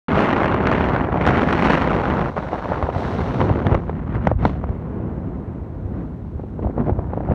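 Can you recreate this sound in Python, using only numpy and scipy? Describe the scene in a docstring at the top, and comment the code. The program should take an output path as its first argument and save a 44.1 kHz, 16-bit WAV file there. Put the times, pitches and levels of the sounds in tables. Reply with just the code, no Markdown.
"""Gusty wind on a rocky summit

Out on the bare top, wind blows right across the port of a hand-held camera's microphone.
A hard, ragged blast for two seconds, then single eddies slap and thump the port over a low rumble;
the wind eases to a soft roar and picks up again near the end."""
import sys
import numpy as np
from scipy import signal
from scipy.io import wavfile
from scipy.ndimage import uniform_filter1d

SR = 44100
rng = np.random.default_rng(int(sys.argv[2]) if len(sys.argv) > 2 else 0)


def wav_out(sig):
    """Save sig, one row per channel (or a flat mono array), as 16-bit PCM at SR to the path in sys.argv[1]."""
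    wavfile.write(sys.argv[1], SR, np.round(np.clip(np.atleast_2d(sig).T, -1, 1) * 32767).astype(np.int16))


N = 323694
TIME = np.arange(N) / SR


def from_db(db):
    """Decibels to gain."""
    return 10 ** (np.asarray(db) / 20)


def rms_one(x):
    """Scale to rms 1."""
    return x / np.sqrt(np.mean(x ** 2) + 1e-20)


def in_time(rows):
    """The columns of a curve table at every sample."""
    times, *columns = np.transpose(rows)
    return [np.interp(TIME, times, column) for column in columns]


def band(x, low_hz, high_hz):
    """Band-pass with a steep upper skirt."""
    x = signal.sosfilt(signal.butter(2, [low_hz, min(high_hz, .45 * SR)], "band", fs=SR, output="sos"), x)
    return signal.sosfilt(signal.butter(4, min(1.4 * high_hz, .47 * SR), fs=SR, output="sos"), x)


def noise_bands(spectrum):
    """Half-octave bands that follow a spectrum, each as centre in Hz, power share, noise of rms 1."""
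    hz, db = np.transpose(spectrum)
    centres = 20 * 2 ** (np.arange(20) / 2)
    centres = centres[(centres > hz[0] / 1.2) & (centres < hz[-1] * 1.2)]
    power = centres * from_db(np.interp(np.log(centres), np.log(hz), db)) ** 2
    white = rng.standard_normal((2, N))
    edge = 2 ** (1 / 4)
    return [(centre, share, rms_one(band(white[k % 2], centre / edge, centre * edge)))
            for k, (centre, share) in enumerate(zip(centres, power / power.sum()))]


def noise(spectrum):
    """Steady noise shaped by a spectrum, rms 1."""
    return rms_one(sum(np.sqrt(share) * x for _, share, x in noise_bands(spectrum)))


def evened(x, span_s):
    """Hold the mean power at 1 over a span, leaving only the faster flutter."""
    size = max(int(span_s * SR / 2), 2)
    return x / np.sqrt(uniform_filter1d(uniform_filter1d(x ** 2, size), size) + 1e-12)


# Each row: frequency in Hz, relative density in dB.
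BED_SPECTRUM = [(500, 11.5), (2500, 3.5), (4200, -15.5), (6000, 5.5), (8500, -11.5), (12000, -8),
                (16000, -16)]


def bed(level_db=-71.5):
    """The faint, steady noise floor under the wind."""
    return from_db(level_db) * noise(BED_SPECTRUM)


def drift(rate_hz):
    """Smooth random wander with rounded extremes, rms 1."""
    pole = np.exp(-2 * np.pi * rate_hz / SR)
    slow = signal.lfilter([1], [1, -2 * pole, pole * pole], rng.standard_normal(N + SR))[SR:]
    return rms_one(np.tanh(rms_one(slow) / 2))


def swirls(low_hz, high_hz):
    """Eddies shed from the camera's edge pass the port in quick, uneven succession; rms 1."""
    shed = rms_one(band(rng.standard_normal(N), low_hz, high_hz))
    return rms_one(np.tanh(shed / 2))


def spurts(per_s, decay_s):
    """Swirls that break on the port at once and die away; mean 0, rms 1."""
    kicks = (rng.random(N) < per_s / SR) * rng.uniform(0.17, 1, N)
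    piled = np.sqrt(signal.lfilter([1], [1, -np.exp(-1 / (decay_s * SR))], kicks + 1e-18))
    piled = uniform_filter1d(piled, size=24)
    return rms_one(piled - piled.mean())


# How ragged the air is at the microphone. Each row: time in seconds, flutter depth in dB.
RAGGEDNESS = [(0, 2.5), (1.8, 3.5), (2.4, 3), (3.1, 2), (3.7, 3), (4.6, 3), (4.9, 0.5), (6.1, -0.23),
              (6.6, 2.5), (7.3, 3.5)]


def flutter():
    """Drift, swirls and spurts shake the wind's level; in dB."""
    depth_db, = in_time(RAGGEDNESS)
    unrest = 0.49 * drift(17) + 0.89 * swirls(34.2, 236) + 0.7 * spurts(per_s=220, decay_s=0.005)
    return depth_db * unrest


# Gusts over the summit. Each row: middle in seconds, length in seconds, swell in dB (negative: a lull).
GUSTS = [(0.182, 0.067, 4), (0.723, 0.058, 2), (1.074, 0.057, -3.5), (1.313, 0.057, 3), (1.384, 0.064, 2.5),
         (1.694, 0.094, 4), (2.335, 0.067, -9), (2.376, 0.026, 6), (2.509, 0.032, -5.5),
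         (2.533, 0.031, 7.5), (2.61, 0.032, -1), (2.732, 0.059, 3.5), (2.83, 0.025, 2), (2.897, 0.016, 4.5),
         (2.915, 0.024, -8), (3.425, 0.047, 5), (3.498, 0.028, 4.5), (3.72, .06, 5), (4.048, 0.058, -1.5),
         (4.151, 0.044, 7), (4.273, 0.074, 4), (4.358, 0.06, -12), (4.458, 0.093, 6), (5.977, 0.15, 5.5),
         (6.645, 0.035, 8), (6.735, .04, -1), (6.8, 0.044, 9.5), (6.88, 0.052, 8.5), (7.07, .1, -1.5),
         (7.32, 0.053, 8)]


def gusts():
    """Each gust swells and dies as a bell, its length taken at half height; in dB."""
    return sum(db * .5 ** ((2 * (TIME - s) / length_s) ** 2) for s, length_s, db in GUSTS)


# The wind's low end at the microphone. Each row: frequency in Hz, relative density in dB.
RUMBLE_SPECTRUM = [(25, -19.5), (42, -10), (60, 2), (85, 0.5), (115, -4.5), (150, -5.5), (200, -10)]
ROAR_SPECTRUM = [(90, -7), (130, -5), (180, 1), (260, -5), (370, -5), (500, -17.5), (800, -31)]
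# Each row: time in seconds, rumble level in dB, roar level in dB, both before gusts.
LOW_END_LEVELS = [(0.09, -35, -20), (0.6, -26.5, -21), (1.1, -26, -22), (1.5, -29, -19.5),
                  (2.22, -25.5, -23), (2.45, -33, -32), (2.85, -30.5, -31.5), (3.45, -22, -23.5),
                  (3.74, -28, -23.5), (3.85, -27.5, -30), (4.4, -21.5, -33), (4.8, -29, -32),
                  (5.05, -28.5, -27), (5.7, -29.5, -34.5), (6.5, -32, -35.5), (6.62, -29.5, -30),
                  (7.33, -25.5, -29.5)]


def rumble_and_roar(swell_db, flutter_db):
    """Wind on the port makes a deep rumble and, above it, a fluttering roar that follows gusts more."""
    rumble_db, roar_db = in_time(LOW_END_LEVELS)
    rumble = evened(noise(RUMBLE_SPECTRUM), span_s=0.26)
    roar = evened(noise(ROAR_SPECTRUM) * from_db(0.81 * flutter_db), span_s=0.17)
    return from_db(rumble_db + 0.45 * swell_db) * rumble + from_db(roar_db + 1.06 * swell_db) * roar


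# The wind's top end at the microphone. Each row: frequency in Hz, relative density in dB.
HISS_SPECTRUM = [(1200, -0.5), (2200, 5), (3200, 8), (4200, 1), (6000, -7.5), (8500, -22), (12000, -28),
                 (16000, -43.5)]
# Each row: time in seconds, level in dB before gusts.
HISS_LEVELS = [(0.09, -62), (0.21, -46), (0.55, -71), (0.75, -57), (1.18, -62), (1.27, -49), (1.5, -46.5),
               (1.72, -39.5), (1.85, -48), (2.45, -53.5), (2.7, -52.5), (2.9, -55), (3.0, -46), (3.38, -49),
               (3.7, -60.5), (4.0, -72.5), (4.38, -68), (4.47, -52.5), (4.62, -73), (7.33, -72)]


def hiss(swell_db, flutter_db, buffet_db, full_blast_db=-21):
    """Air hisses across the port, smoothly until the blast is hard enough to tear it."""
    level_db, = in_time(HISS_LEVELS)
    torn = np.minimum(from_db(buffet_db - full_blast_db), 1)
    air = evened(noise(HISS_SPECTRUM) * from_db(torn * flutter_db), span_s=0.1)
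    return from_db(level_db + 0.6 * swell_db) * air


# The wind on the port, before gusts.
# Each row: time in seconds, buffeting level in dB, brightness in dB per octave.
WIND_FORCE = [(0.09, -23, 1.5), (0.33, -20, 1), (0.6, -23, -0.8), (0.82, -22, 1.4), (1.14, -24.5, -4),
              (1.28, -22.5, 0.5), (1.76, -21, 1.5), (2.25, -24, -4), (2.4, -30, -5), (3.0, -28, -3.5),
              (3.74, -30, -3.5), (3.82, -39.5, -3.5), (4.45, -37, -1.5), (4.62, -41.5, -3.5),
              (5.05, -40, -4.5), (5.7, -44.5, -6), (6.5, -49.5, -4), (6.8, -39.5, -8), (7.33, -36.5, -7.5)]


def wind_force(swell_db):
    """Level and brightness of the buffeting: the faster air of a gust is louder and brighter."""
    buffet_db, brightness = in_time(WIND_FORCE)
    return buffet_db + swell_db, brightness + 0.12 * swell_db


# The blast, right on the microphone. Each row: frequency in Hz, relative density in dB.
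BUFFET_SPECTRUM = [(280, -24), (400, 2), (560, 3), (800, 3), (1250, -2), (2000, -10), (3000, -22),
                   (4200, -39), (6000, -43.5), (9000, -63.5), (11000, -71.5), (15000, -81)]


def buffeting(level_db, brightness, flutter_db, pivot_hz=550, reach_octaves=2.57, patchy_db=1.1):
    """Turbulence at the port: each swirl lifts the treble most, and each band also wanders alone."""
    out = 0
    for hz, share, x in noise_bands(BUFFET_SPECTRUM):
        octaves = np.clip(np.log2(hz / pivot_hz), 0, reach_octaves)
        db = brightness * octaves + flutter_db * (1 + 0.22 * octaves) + patchy_db * drift(31)
        out = out + np.sqrt(share) * from_db(db) * x
    return from_db(level_db) * evened(out, span_s=0.058)


def swing(t, hz, cycles):
    """The pressure swing of one passing eddy: a push and a pull under a short bell."""
    return np.sin(2 * np.pi * hz * t) * np.exp(-.5 * (t * hz / cycles) ** 2)


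# Large eddies on the port. Each row: middle in seconds, height of the bell in dB, pitch in Hz.
LARGE_EDDIES = [(1.279, -11, 86), (2.838, -14, 80), (2.965, -10, 118), (3.42, -13, 150), (3.512, -8.5, 105),
                (3.666, -9, 114), (3.723, -3.5, 95), (3.756, -11, 89), (4.161, -11, 95), (4.275, -6, 137),
                (4.329, -9.5, 85), (4.363, -8, 67.7), (4.431, -11, 110), (4.461, -8, 170),
                (4.701, -12.5, 77), (5.858, -15.5, 78.4), (6.359, -16, 84), (6.663, -10, 77),
                (6.803, -9, 191), (6.924, -8, 87), (6.987, -11, 83.5), (7.3, -9, 97)]


def thumps():
    """A large eddy thumps the port with one slow swing."""
    out = np.zeros(N)
    for s, db, hz in LARGE_EDDIES:
        near = slice(int((s - .05) * SR), int((s + .05) * SR))
        out[near] += from_db(db) * swing(TIME[near] - s, hz, cycles=0.38)
    return out


def stray_eddies(buffet_db, brightness, count=200, per_s=9, fully_ragged_db=3, merge_db=-30.5):
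    """Random weak eddies, as frequent as the flow is ragged and as hard as it blows; rows for slaps()."""
    depth_db, = in_time(RAGGEDNESS)
    when, chance, size = rng.random((count, 3)).T
    times = .1 + when * (TIME[-1] - .2)
    at = (times * SR).astype(int)
    # above merge_db they merge into the blast and grow no further
    swing_db = np.minimum(buffet_db[at], merge_db) + 13 - 0.5 * (2 * size - 1)
    crack_db = swing_db - 12.5 + 2.8 * brightness[at]
    happens = chance < per_s * TIME[-1] / count * depth_db[at] / fully_ragged_db
    return list(zip(times[happens], swing_db[happens], crack_db[happens]))


def tear(t, rise_s):
    """Envelope of tearing air: it opens abruptly, peaks at t = 0 and dies away."""
    age = np.maximum(t / rise_s + 1, 0)
    return age * np.exp(1 - age)


# Air torn by a slap, the sharper snap of a hard one, and the churned air around it.
# Each row: frequency in Hz, relative density in dB.
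CRACK_SPECTRUM = [(600, -0.5), (1000, 3.5), (1600, 6.5), (2400, -17.5), (3400, -22.5), (4800, -30),
                  (7000, -46.5)]
SNAP_SPECTRUM = [(3000, 10.5), (4200, -4.5), (6000, -13), (9000, -24.5), (12000, -34.5), (15000, -44)]
PUFF_SPECTRUM = [(200, 1), (330, 7), (550, 0.5), (900, -4.5), (1300, -17), (1900, -36.5)]
# Small eddies on the port. Each row: middle in seconds, swing level in dB, crack level in dB.
SMALL_EDDIES = [(0.39, -13, -29), (0.42, -4.5, -24), (0.445, -7, -19), (0.543, -14, -19.5),
                (0.671, -12, -15.5), (0.716, -7.5, -18.5), (0.963, -6, -19), (1.143, -6.5, -26),
                (1.266, -5.5, -13), (1.275, -4.5, -14.5), (1.528, -9, -15.5), (1.704, -4, -19),
                (1.917, -10, -25), (2.194, -9, -23), (2.367, -12.5, -28.5), (2.379, -11.5, -28),
                (2.532, -8, -42), (2.657, -11, -30), (2.72, -5.5, -34), (2.827, -5.5, -23.5),
                (2.89, -8.5, -49), (2.962, -9.5, -35), (3.193, -8, -32), (3.405, -11, -21.5),
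                (3.415, -6, -19.5), (3.501, -3.5, -36), (3.668, -10.5, -18.5), (3.746, -4, -21),
                (3.751, -6, -24), (3.896, -10, -29.5), (4.272, 0.5, -18), (4.316, -2.5, -32),
                (4.453, 3, -16.5), (4.641, -14, -33), (4.692, -19, -37), (6.397, -19.5, -70),
                (6.438, -19.5, -62), (6.593, -18, -68), (6.648, -14.5, -53), (6.671, -14.5, -48),
                (6.699, -16.5, -59), (6.781, -8.5, -45), (6.81, -16, -49), (6.882, -15, -42.5),
                (6.896, -6.5, -34.5), (6.991, -12, -50), (7.135, -12, -41), (7.176, -11.5, -49),
                (7.206, -14.5, -43), (7.289, -11, -49), (7.312, -10.5, -57)]


def slaps(strays, usual_hz=677, usual_crack_ratio_db=-15.5, hard_db=-20, puff_lag_s=0.002):
    """A small eddy slaps the port: a quick swing and a crack of torn air inside a ragged puff."""
    swings, crack, snap, puff = np.zeros((4, N))
    crack_noise = evened(noise(CRACK_SPECTRUM), span_s=0.016)
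    snap_noise = noise(SNAP_SPECTRUM)
    puff_noise = evened(noise(PUFF_SPECTRUM), span_s=0.0087)
    eddies = SMALL_EDDIES + strays
    for (s, swing_db, crack_db), sign in zip(eddies, rng.choice([-1, 1], len(eddies))):
        near = slice(int((s - .03) * SR), int((s + .04) * SR))
        t = TIME[near] - s
        # a faster eddy both cracks harder and swings higher
        octaves = 0.0175 * (crack_db - swing_db - usual_crack_ratio_db)
        hz = usual_hz * 2 ** octaves
        swings[near] += sign * from_db(swing_db) * swing(t, hz, cycles=0.34)
        crack[near] += from_db(crack_db) * tear(t, rise_s=0.0017)
        # only hard slaps reach the high treble
        snap_db = crack_db - 12 + (crack_db - hard_db)
        snap[near] += from_db(snap_db) * tear(t, rise_s=0.00035)
        # a slow eddy's puff is fuller and longer
        puff_db = swing_db - 13 - 5 * octaves
        puff[near] += from_db(puff_db) * np.exp(-np.abs(t - puff_lag_s) * hz / 1.87)
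    return swings + crack * crack_noise + snap * snap_noise + puff * puff_noise


def scene():
    """The wind at the port in mono, its layers sharing the same gusts, over the faint bed."""
    swell_db, flutter_db = gusts(), flutter()
    buffet_db, brightness = wind_force(swell_db)
    air = rumble_and_roar(swell_db, flutter_db)
    air += buffeting(buffet_db, brightness, flutter_db)
    air += hiss(swell_db, flutter_db, buffet_db)
    return (bed() + air + thumps() + slaps(stray_eddies(buffet_db, brightness)))[None]


# Dips in the response of the microphone port. Each row: centre in Hz, width in Hz, gain in dB.
PORT_DIPS = [(4950, 500, -5), (7650, 900, -4), (10400, 700, -6)]


def record(dry, low_cut_hz=32, ceiling=0.73, overload_hz=2500, opens_s=0.083, high_cut_hz=15800):
    """The camera's microphone cuts deep bass, rounds off hard swings, colours the treble, cuts the top."""
    x = signal.sosfilt(signal.butter(3, low_cut_hz, "high", fs=SR, output="sos"), dry)
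    excess = x - np.clip(x, -ceiling, ceiling)
    x = x - signal.sosfiltfilt(signal.butter(2, overload_hz, fs=SR, output="sos"), excess)
    for hz, width_hz, gain_db in PORT_DIPS:
        x = x + (from_db(gain_db) - 1) * signal.lfilter(*signal.iirpeak(hz, hz / width_hz, fs=SR), x)
    # the microphone opens just after the start, and the sound fades out over the last 3 ms
    opened = np.clip((TIME - opens_s) / .001, 0, 1) * np.clip((TIME[-1] - TIME) / .003, 0, 1)
    return signal.sosfilt(signal.ellip(10, .1, 80, high_cut_hz, fs=SR, output="sos"), opened * x)


dry = scene()
out = record(dry)
wav_out(out)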